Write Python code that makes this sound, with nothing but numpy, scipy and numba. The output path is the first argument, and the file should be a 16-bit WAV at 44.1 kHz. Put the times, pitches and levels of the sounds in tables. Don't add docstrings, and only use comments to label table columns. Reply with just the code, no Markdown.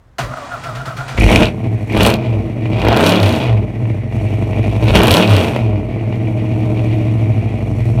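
import sys
import numpy as np
from scipy import signal
from scipy.fft import rfft, irfft
from scipy.io import wavfile
from scipy.ndimage import uniform_filter1d
from numba import njit

SR = 44100
rng = np.random.default_rng(int(sys.argv[2]) if len(sys.argv) > 2 else 0)


def wrap_up_sound(samples):
    columns = np.atleast_2d(samples).T
    tamed = np.clip(columns, -1, 1)
    steps = np.round(tamed * 32767).astype(np.int16)
    wavfile.write(sys.argv[1], SR, steps)


def boost_factor(decibels):
    exponent = np.asarray(decibels, float) / 20
    return 10 ** exponent


N = 352800
TIME = np.arange(N) / SR


def curves(rows):
    s, *columns = np.transpose(rows)
    return [np.interp(TIME, s, c) for c in columns]


def unit(x):
    return x / np.sqrt(np.mean(x ** 2))


def band(x, low_hz, high_hz):
    return signal.sosfilt(signal.butter(3, [low_hz, high_hz], "band", fs=SR, output="sos"), x)


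def ring(x, modes):
    return sum(boost_factor(db) * signal.lfilter(*signal.iirpeak(hz, hz / width, SR), x) for hz, width, db in modes)


@njit
def glide(x, hz, width):
    y, b, l = np.empty(len(x)), 0., 0.
    for i in range(len(x)):
        g, k = np.tan(np.pi * hz[i] / SR), width / hz[i]
        v = (b + g * (x[i] - l)) / (1 + g * (g + k))
        b, l, y[i] = 2 * v - b, l + 2 * g * v, k * v
    return y


def noise(spectrum):
    hz, db = np.transpose(spectrum)
    bins_hz = np.arange(N // 2 + 1) * SR / N
    gain = boost_factor(np.interp(np.log(bins_hz + 1), np.log(hz), db))
    return unit(irfft(rfft(rng.standard_normal(N)) * gain, N))


def clicks(seconds, sizes):
    out = np.zeros(N)
    np.add.at(out, np.clip((np.asarray(seconds) * SR).astype(int), 0, N - 1), sizes)
    return out


def fade(x, tau_s):
    return signal.lfilter([1], [1, -np.exp(-1 / (tau_s * SR))], x)


# start_s, bark level_db, bass level_db, treble (hiss) level_db
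ENGINE = [(1.15, -16.5, -8, -28), (1.19, -20, -12, -36.5), (1.32, -7, -9.5, -30.5),
          (1.43, -7.5, -10.5, -35.5), (1.53, -24.5, -20, -59), (1.7, -24, -19.5, -59),
          (1.87, -28, -24.5, -56), (1.95, -14.5, -16, -45), (2.07, -8, -12, -28), (2.18, -18.5, -16, -60.5),
          (2.33, -20, -15, -58.5), (2.58, -25.5, -21, -61.5), (2.94, -10, -9, -47.5),
          (3.08, -9, -18, -29.5), (3.19, -13.5, -20, -46.5), (3.23, -13, -4.5, -38),
          (3.36, -15, -13, -42.5), (3.53, -17, -10.5, -59), (3.67, -25.5, -20.5, -63.5),
          (3.9, -25, -18.5, -59.5), (4.07, -28.5, -23.5, -64), (4.15, -22.5, -16.5, -54.5),
          (4.5, -21.5, -18, -55), (4.79, -19, -17, -50.5), (4.87, -15, -9.5, -44), (4.94, -13.5, -5.5, -42),
          (4.96, -4.5, -12, -26), (5.02, -8, -6.5, -44), (5.14, -11, -3, -30), (5.18, -8, -25, -30),
          (5.27, -15, -16, -45), (5.31, -12, -4, -36.5), (5.44, -14, -11.5, -40.5), (5.71, -21, -16.5, -62),
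          (5.9, -23.5, -19.5, -63), (6.3, -22.5, -18.5, -58.5), (6.8, -20, -15.5, -55.5),
          (7.27, -22.5, -16, -56.5), (7.5, -22.5, -20, -59), (7.92, -24.5, -15, -52),
          (8.0, -20, -10, -56.5)]
FIRST_FIRING_S = 1.172
RASP_DB, RASP_PER_BARK, RASP_PER_HISS = -9, 0.48, 0.3
CATCH_RASP_DB, CATCH_S = 3.5, 0.28
RASP_FLUTTER_DB = 2
FLOW_IN_EDGE = 2.6
SMALL_CRACK_DB, SMALL_SCATTER_DB = 6, 3.5
COLD_UNTIL_S, COLD_CRACK_DB = 1.55, -12


def engine():
    bark_db, rumble_db, hiss_db = curves(ENGINE)
    throttle = np.clip((bark_db + 22) / 10, 0, 1)
    settled = 1 - np.exp(-((TIME - ENGINE[0][0]) / CATCH_S) ** 2)
    load = throttle * settled
    flutter = unit(uniform_filter1d(uniform_filter1d(rng.standard_normal(N), size=1100), size=1100))
    rasp_db = RASP_DB + RASP_PER_BARK * bark_db + RASP_PER_HISS * hiss_db
    rasp_db = rasp_db + CATCH_RASP_DB * (1 - settled) + RASP_FLUTTER_DB * flutter
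    running = TIME > FIRST_FIRING_S

    cycle_hz, cycles = crankshaft(running)
    seconds, size, jet_db, crack_chance = firings(cycle_hz, cycles)
    slug = unit(-fade(clicks(seconds, size), .0003))
    jet = fade(clicks(seconds, size * boost_factor(jet_db)), .004)
    jet = jet / uniform_filter1d(jet, size=SR // 8).clip(1e-6)
    flow = unit(rng.standard_normal(N) * (3.5 + jet))

    edge = unit(band(slug + FLOW_IN_EDGE * flow, 980, 1790))
    sound = boost_factor(bark_db - 13.0) * (0.13 + settled * throttle ** 2.17) * edge
    sound = sound + boost_factor(rumble_db) * rumble(slug, flow, throttle, cycle_hz)
    sound = sound + boost_factor(bark_db) * bark(slug, flow, throttle, load, flutter, cycles)
    sound = sound + boost_factor(rasp_db) * rasp(slug, jet, throttle, load, bark_db)
    sound = sound + boost_factor(hiss_db) * hiss(jet)

    small_db = np.interp(seconds, TIME, hiss_db) + SMALL_CRACK_DB + SMALL_SCATTER_DB * crack_chance
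    small_db = small_db + COLD_CRACK_DB * (seconds < COLD_UNTIL_S)
    return running * sound + cracks(seconds, small_db) + pops() + thuds()


# start_s, pitch_hz (four-stroke cycles per second)
SPEED = [(1.13, 4.5), (1.27, 6.5), (1.35, 12), (1.5, 19), (1.8, 11.5), (1.9, 13), (2.1, 26), (2.15, 28),
         (2.6, 14.1), (2.72, 14.6), (2.95, 26.3), (3.08, 33.9), (3.155, 36.7), (3.8, 14.9), (3.9, 13.6),
         (4.0, 10.7), (4.2, 11.6), (4.7, 11.75), (4.8, 12.6), (5.1, 29.4), (5.2, 36.5), (5.23, 37.4),
         (5.7, 20.6), (6.0, 15.5), (6.2, 14.35), (7.1, 14.2), (7.5, 12.2), (8.0, 9.85)]


def crankshaft(running):
    start_s, speed_hz = np.transpose(SPEED)
    cycle_hz = np.exp(np.interp(TIME, start_s, np.log(speed_hz)))
    return cycle_hz, np.cumsum(cycle_hz * running) / SR


# strength level_db, change when the idle lopes level_db,
# travel through the left or the longer right pipe delay_s
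CYLINDERS = [(0.3, -16, .0005), (-.8, -2, .0030), (.6, 1, .0038), (-.3, 1, .0001), (.8, -1, .0027),
             (-.6, 3, .0008), (.3, 4.5, .0002), (-.3, -3, .0035)]
# start_s, share (0-1)
LOPE = [(1.2, .8), (1.85, .7), (2.0, .4), (2.3, .15), (2.6, .5), (2.9, .3), (3.6, .15), (3.95, .9),
        (4.1, 1), (4.75, 1), (5.0, .4), (5.6, .15), (5.9, .5), (6.2, .3), (7.2, .3), (7.6, .9), (8.0, .9)]
# start_s, scatter of firing strength scatter_db
UNEVEN = [(1.1, 3), (1.5, 2.2), (2.1, 4), (2.2, 1), (2.45, 2.5), (2.75, 1.5), (3.2, .7), (3.6, 1), (3.9, 3),
          (4.2, 1), (4.8, 2), (5.1, 2.5), (5.3, .7), (5.7, 1.5), (5.9, 2.5), (6.2, .6), (7.3, .8),
          (7.6, 1.5)]
FIRST_CYLINDER = 4
TIMING_S, TIMING_S_PER_DB = .00024, .00008


def firings(cycle_hz, cycles):
    fired = len(CYLINDERS) * cycles
    count = np.arange(1, int(fired[-1]))
    row = (count - 1 + FIRST_CYLINDER) % len(CYLINDERS)
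    strength_db, lope_db, travel_s = np.array(CYLINDERS)[row].T
    timing, strength, jet, crack = rng.standard_normal((4000, 4))[count].T
    seconds = np.interp(count, fired, TIME) + travel_s
    strength_db = strength_db + lope_db * np.interp(seconds, *np.transpose(LOPE))
    scatter_db = np.interp(seconds, *np.transpose(UNEVEN))
    seconds = seconds + (TIMING_S + TIMING_S_PER_DB * scatter_db) * timing
    size = boost_factor(strength_db + scatter_db * strength)
    size = size / np.sqrt(np.interp(seconds, TIME, cycle_hz))
    return seconds, size, 2.5 * jet, crack


# pitch_hz, width_hz, relative level_db
PIPE_LOW = [(59, 17.6, -7.5), (107.3, 36, -0.1)]
FLOW_IN_RUMBLE_DB = -3


def rumble(slug, flow, throttle, cycle_hz):
    drive = slug + boost_factor(FLOW_IN_RUMBLE_DB) * flow
    deepest = ring(drive, PIPE_LOW[:1])
    upper = ring(ring(drive, PIPE_LOW[1:]), PIPE_LOW[1:])
    pipes = unit(band(deepest + upper, 34.3, 158.4))
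    out = (1 - 0.44 * throttle) * pipes + 0.5 * throttle * unit(band(slug, 70.7, 226.0))
    pumping = throttle * (8.0 / cycle_hz.clip(12)) ** 1.34
    return out + pumping * unit(band(slug, 39.4, 83.5))


# pitch_hz, width_hz, relative level_db
PIPE_HIGH = [(213.3, 67, 10.5), (314, 12, 9), (421, 18.4, 0.5), (508, 7.7, -2.5), (629.3, 40.6, 5),
             (743, 52, -6), (1083, 230, -7)]
# multiple of the cycle, peak level_db against the bark
LOAD_TONES = [(3, -12.5), (5, -7.5), (8, -10), (9, -8), (13, -14.5), (17, -15.5)]
FLOW_IN_BARK_DB = 6
PIPE_WAVER, PIPE_RISE = 0.032, 0.016
PIPE_NOTE_MULTIPLE, PIPE_NOTE_DB = 22, 3.5


def bark(slug, flow, throttle, load, flutter, cycles):
    drive = slug + boost_factor(FLOW_IN_BARK_DB) * flow
    pipes = np.zeros(N)
    for k, (hz, width, db) in enumerate(PIPE_HIGH):
        waver = PIPE_WAVER * np.roll(flutter, k * SR)
        pipes += boost_factor(db) * glide(drive, hz * (1 + PIPE_RISE * throttle + waver), 1. 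* width)
    pipes = unit(band(pipes, 169.0, 801))
    bare = unit(band(slug + 0.13 * flow, 274, 848))
    turn = 2 * np.pi * cycles
    tones = sum(boost_factor(db) * np.sin(round(k) * turn) for k, db in LOAD_TONES)
    note = ring(np.sin(PIPE_NOTE_MULTIPLE * turn), [(312.6, 9.6, .1)])
    return (1 - 0.18 * load) * pipes + 0.52 * load * bare + load * tones + boost_factor(PIPE_NOTE_DB) * note


# pitch_hz (the first at its lowest), width_hz, level_db (the second only)
OUTLET = [(2104, 870, .1), (3080, 1030, .1)]
OUTLET_RISE_HZ_PER_DB = 32.5


def rasp(slug, jet, throttle, load, bark_db):
    turbulence = 1.11 - 0.19 * throttle + 1.06 * load * jet ** 1.47 + 0.11 * jet
    gas = rng.standard_normal(N) * turbulence + 0.89 * load * slug
    low_hz = OUTLET[0][0] + OUTLET_RISE_HZ_PER_DB * np.clip(bark_db + 28.5, 0, 16)
    low_width_hz = 1. * OUTLET[0][1]
    low = unit(glide(glide(gas, low_hz, low_width_hz), low_hz, low_width_hz))
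    high = unit(ring(ring(gas, OUTLET[1:]), OUTLET[1:]))
    return unit(low + (0.017 + 0.54 * load) * high)


# pitch_hz, relative level_db (per Hz)
HISS = [(2060, -27), (3500, -14), (4400, -1.5), (4930, -29), (5460, -1.5), (7090, -9.5), (8530, -6.5),
        (11100, -13), (15100, -18.5), (16000, -30.5)]


def hiss(jet):
    return unit(noise(HISS) * (.5 + jet ** 0.5))


# start_s, relative snap level_db, relative chirp level_db
CRACKS = [(1.381, -27, -20), (1.455, -26, -15), (1.9245, -39, -36), (1.9738, -23, -22), (2.0163, -29, -15),
          (2.0316, -7, -11.5), (2.063, -4.5, -8.5), (2.0714, -13, -13), (2.1021, -13, -16),
          (2.139, -16.5, -13), (2.798, -36, -27), (2.817, -30, -22), (2.8497, -21, -18), (2.8843, -15, -14),
          (2.9273, -18, -16), (2.9642, -19, -15), (2.9712, -13, -15), (3.0072, -16, -17), (3.04, -18, -12),
          (3.0634, -10, -8), (3.0706, -17, -9), (3.0929, -13, -10), (3.1212, -20, -12), (3.1578, -24, -16),
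          (3.165, -26, -18), (3.2001, -22, -14.5), (3.229, -21, -12), (3.2374, -29, -24),
          (3.2595, -22, -19), (3.2916, -22.5, -17), (3.3243, -28, -20), (3.361, -28, -23),
          (3.4383, -31, -25), (4.842, -32, -31), (4.882, -33, -28), (4.9536, -8, -18), (4.9724, -23, -12),
          (4.991, -14, -16), (5.017, -23, -14), (5.0257, -29, -20), (5.0329, -10, -19), (5.0412, -14, -18),
          (5.056, -18, -21), (5.0703, -8.5, -15), (5.08, -9, -13), (5.1078, -6, -5), (5.1144, -4, -11),
          (5.125, -19, -15), (5.1388, -9, -6.5), (5.146, -8, -13.5), (5.1682, -14, -6.5),
          (5.2752, -24, -14.5), (5.2946, -29, -19), (5.3028, -22, -18), (5.312, -19, -19),
          (5.3343, -22, -15), (5.3645, -16, -12), (5.432, -27, -26), (5.562, -27, -26)]


def cracks(small_s, small_db):
    seconds, snap_db, chirp_db = np.transpose(CRACKS)
    seconds = seconds + .001
    small = clicks(small_s, boost_factor(small_db))
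    front = clicks(seconds, boost_factor(snap_db)) + small
    breath = .2 * fade(front, .0005) * rng.standard_normal(N)
    snap = band(front + breath, 6800, 14000)
    whistle = chirp(clicks(seconds, boost_factor(chirp_db)) + boost_factor(-3.5) * small)
    return 4.3 * snap + boost_factor(1.5) * whistle


CHIRP_END_HZ, CHIRP_DROP_HZ, CHIRP_FALL_S, CHIRP_FADE_S = 2350, 2700, .0014, .003


def chirp(fronts):
    t = np.arange(SR // 50) / SR
    turns = CHIRP_END_HZ * t - CHIRP_DROP_HZ * CHIRP_FALL_S * np.exp(-t / CHIRP_FALL_S)
    whistle = np.exp(-t / CHIRP_FADE_S) * np.sin(2 * np.pi * (turns - turns[0]))
    return signal.fftconvolve(fronts, whistle)[:N]


# start_s, relative rasp level_db, relative pipe knock level_db above it
POPS = [(1.177, -6, -9), (1.208, -2.5, -14), (1.2326, -3.5, -7.5), (1.261, -5, -7), (1.2776, -8, -9),
        (1.2894, -2, -4), (1.3059, -5.5, 4), (1.3281, -1, -6), (1.3514, -10, -9.5), (1.5814, -45, 16),
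        (1.898, -17, -3), (1.93, -12.5, -14), (2.3269, -23, 4), (2.6209, -48, 8), (2.6555, -17, 1),
        (2.815, -9, -4), (2.8488, -13, 9), (2.8664, -10, 8), (2.8847, -18, 18), (2.909, -14.5, 3),
        (2.926, -18.5, 9), (2.9657, -17, -4), (3.0076, -10, 6), (3.2302, -10, -6), (3.57, -27, 6),
        (3.8536, -25.5, 5), (3.897, -24, -4), (4.1236, -24, 1), (4.5303, -16.5, 1), (4.571, -22.5, 7),
        (5.5614, -10, 5.5), (5.7133, -37, 3), (5.7318, -32, 17), (5.757, -22, -1), (5.798, -36, 14),
        (5.9953, -29, -1), (6.125, -19.5, 3.5), (6.27, -23, -6), (6.332, -35, -5), (6.6582, -28, -3)]
POP_TAIL_S, POP_RASP_DB, POP_KNOCK_DB = 0.011, 5, 11.5


def pops():
    seconds, rasp_db, knock_db = np.transpose(POPS)
    gush = fade(clicks(seconds, boost_factor(rasp_db)), POP_TAIL_S) * rng.standard_normal(N)
    outlet = [(2310, 800, 0.083)]
    push = -fade(clicks(seconds + 0.00088, boost_factor(rasp_db + knock_db)), 0.00031)
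    knock = band(push, 250, 1000)
    return boost_factor(POP_RASP_DB) * ring(ring(gush, outlet), outlet) + boost_factor(POP_KNOCK_DB) * knock


# start_s, relative level_db
THUDS = [(1.148, -24), (1.186, -8.5), (1.204, -14), (1.243, -9.5), (1.265, -10)]


def thuds():
    seconds, level_db = np.transpose(THUDS)
    return boost_factor(42) * ring(fade(clicks(seconds, boost_factor(level_db)), .0001), [(55, 28, .1)])


# start_s, pitch_hz, relative level_db
WHINE = [(.19, 1276, -40), (.25, 1140, -32.5), (.3, 1210, -38), (.34, 1275, -28.5), (.357, 1283, -59),
         (.372, 1288, -24), (.395, 1214, -37.5), (.42, 1137, -34), (.47, 1150, -43), (.51, 1426, -40),
         (.525, 1449, -30), (.575, 1227, -32.5), (.61, 1198, -54), (.65, 1390, -32.5), (.7, 1287, -30),
         (.73, 1196, -38.5), (.795, 1406, -34), (.84, 1384, -39), (.86, 1230, -34), (.892, 1374, -29),
         (.96, 1205, -43), (.995, 1406, -32), (1.04, 1432, -36), (1.08, 1366, -49), (1.2, 1300, -40)]
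# start_s, relative grind level_db, relative drone level_db
STARTER = [(0.17, -102, -49), (0.19, -22, -50), (0.238, -45.5, -13.5), (0.366, -38, -40.5),
           (0.63, -38.5, -30), (0.652, -38.5, -27.5), (0.93, -45, -27), (1.004, -38.5, -27.5),
           (1.058, -39, -28), (1.2, -34, -37)]
# pitch_hz, relative level_db (per Hz)
GRIND = [(120, -42), (200, -17), (249, 2.5), (353, -19), (579, -14), (683, -0.5), (899, -10), (1270, -9),
         (2250, -18), (8270, -31), (16000, -60)]
# start_s, relative puff and thump level_db
PUFFS = [(0.184, -11.5, -19), (0.6365, -21, -22), (0.7516, -21, -22.5), (0.8558, -19.5, -23.5),
         (0.9675, -19.5, -21), (1.081, -18, -26)]


def starter():
    grind_db, drone_db = curves(STARTER)
    engaged = (TIME > PUFFS[0][0]) & (TIME < STARTER[-1][0])
    grind = boost_factor(grind_db + 6.0) * noise(GRIND)
    motor = [(51, 24, 2.0), (118, 16, 11.5), (266, 12, -30)]
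    drone = boost_factor(drone_db - 5) * unit(ring(rng.standard_normal(N), motor))
    return engaged * (pinion() + grind + drone) + puffs()


def pinion():
    pitch_hz, level_db = curves(WHINE)
    turn = 2 * np.pi * np.cumsum(pitch_hz) / SR
    throb = 1 + .7 * unit(uniform_filter1d(rng.standard_normal(N), size=400))
    mesh = throb * np.sin(turn + 1.1 * throb)
    half = boost_factor(-2) * throb * np.sin(turn / 2 + throb)
    sides = boost_factor(-7) * np.sin(.88 * turn + throb) + boost_factor(-10) * np.sin(1.15 * turn)
    return np.sqrt(2) * boost_factor(level_db) * (mesh + half + sides)


def puffs():
    seconds, puff_db, thump_db = np.transpose(PUFFS)
    air = noise([(200, -5.0), (1300, 9.5), (5000, -4.0), (15000, -22.5), (17000, -34.0)])
    puff = 0.35 * fade(clicks(seconds, boost_factor(puff_db)), 0.042) * air
    push = ring(clicks(seconds + 0.0114, boost_factor(thump_db)), [(134, 34, .1)])
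    return puff + boost_factor(66) * ring(push, [(133.2, 4.3, 0.069)])


# pitch_hz, relative level_db (per Hz)
YARD = [(18, -33), (30, -3), (90, -2), (303, -22), (600, -23), (649, -23), (2120, -33), (2290, -38),
        (6210, -47), (16000, -59)]
YARD_DB = -46


def yard():
    return boost_factor(YARD_DB) * noise(YARD)


# delay_s, level_db
ECHOES = [(.0021, -14), (.0176, -15), (.027, -19)]


def scene():
    car = engine() + starter()
    echoes = sum(boost_factor(db) * np.pad(car, (int(s * SR), 0))[:N] for s, db in ECHOES)
    return (car + echoes + yard())[None]


def low_pass(x):
    return signal.sosfilt(signal.butter(12, 16520, fs=SR, output="sos"), x)


def record(dry):
    mic = signal.sosfilt(signal.butter(3, 38, "high", fs=SR, output="sos"), dry)
    knee = 3.0
    mix = mic / (1 + np.abs(mic) ** knee) ** (1 / knee)
    return low_pass(mix)


dry = scene()
out = record(dry)
wrap_up_sound(out)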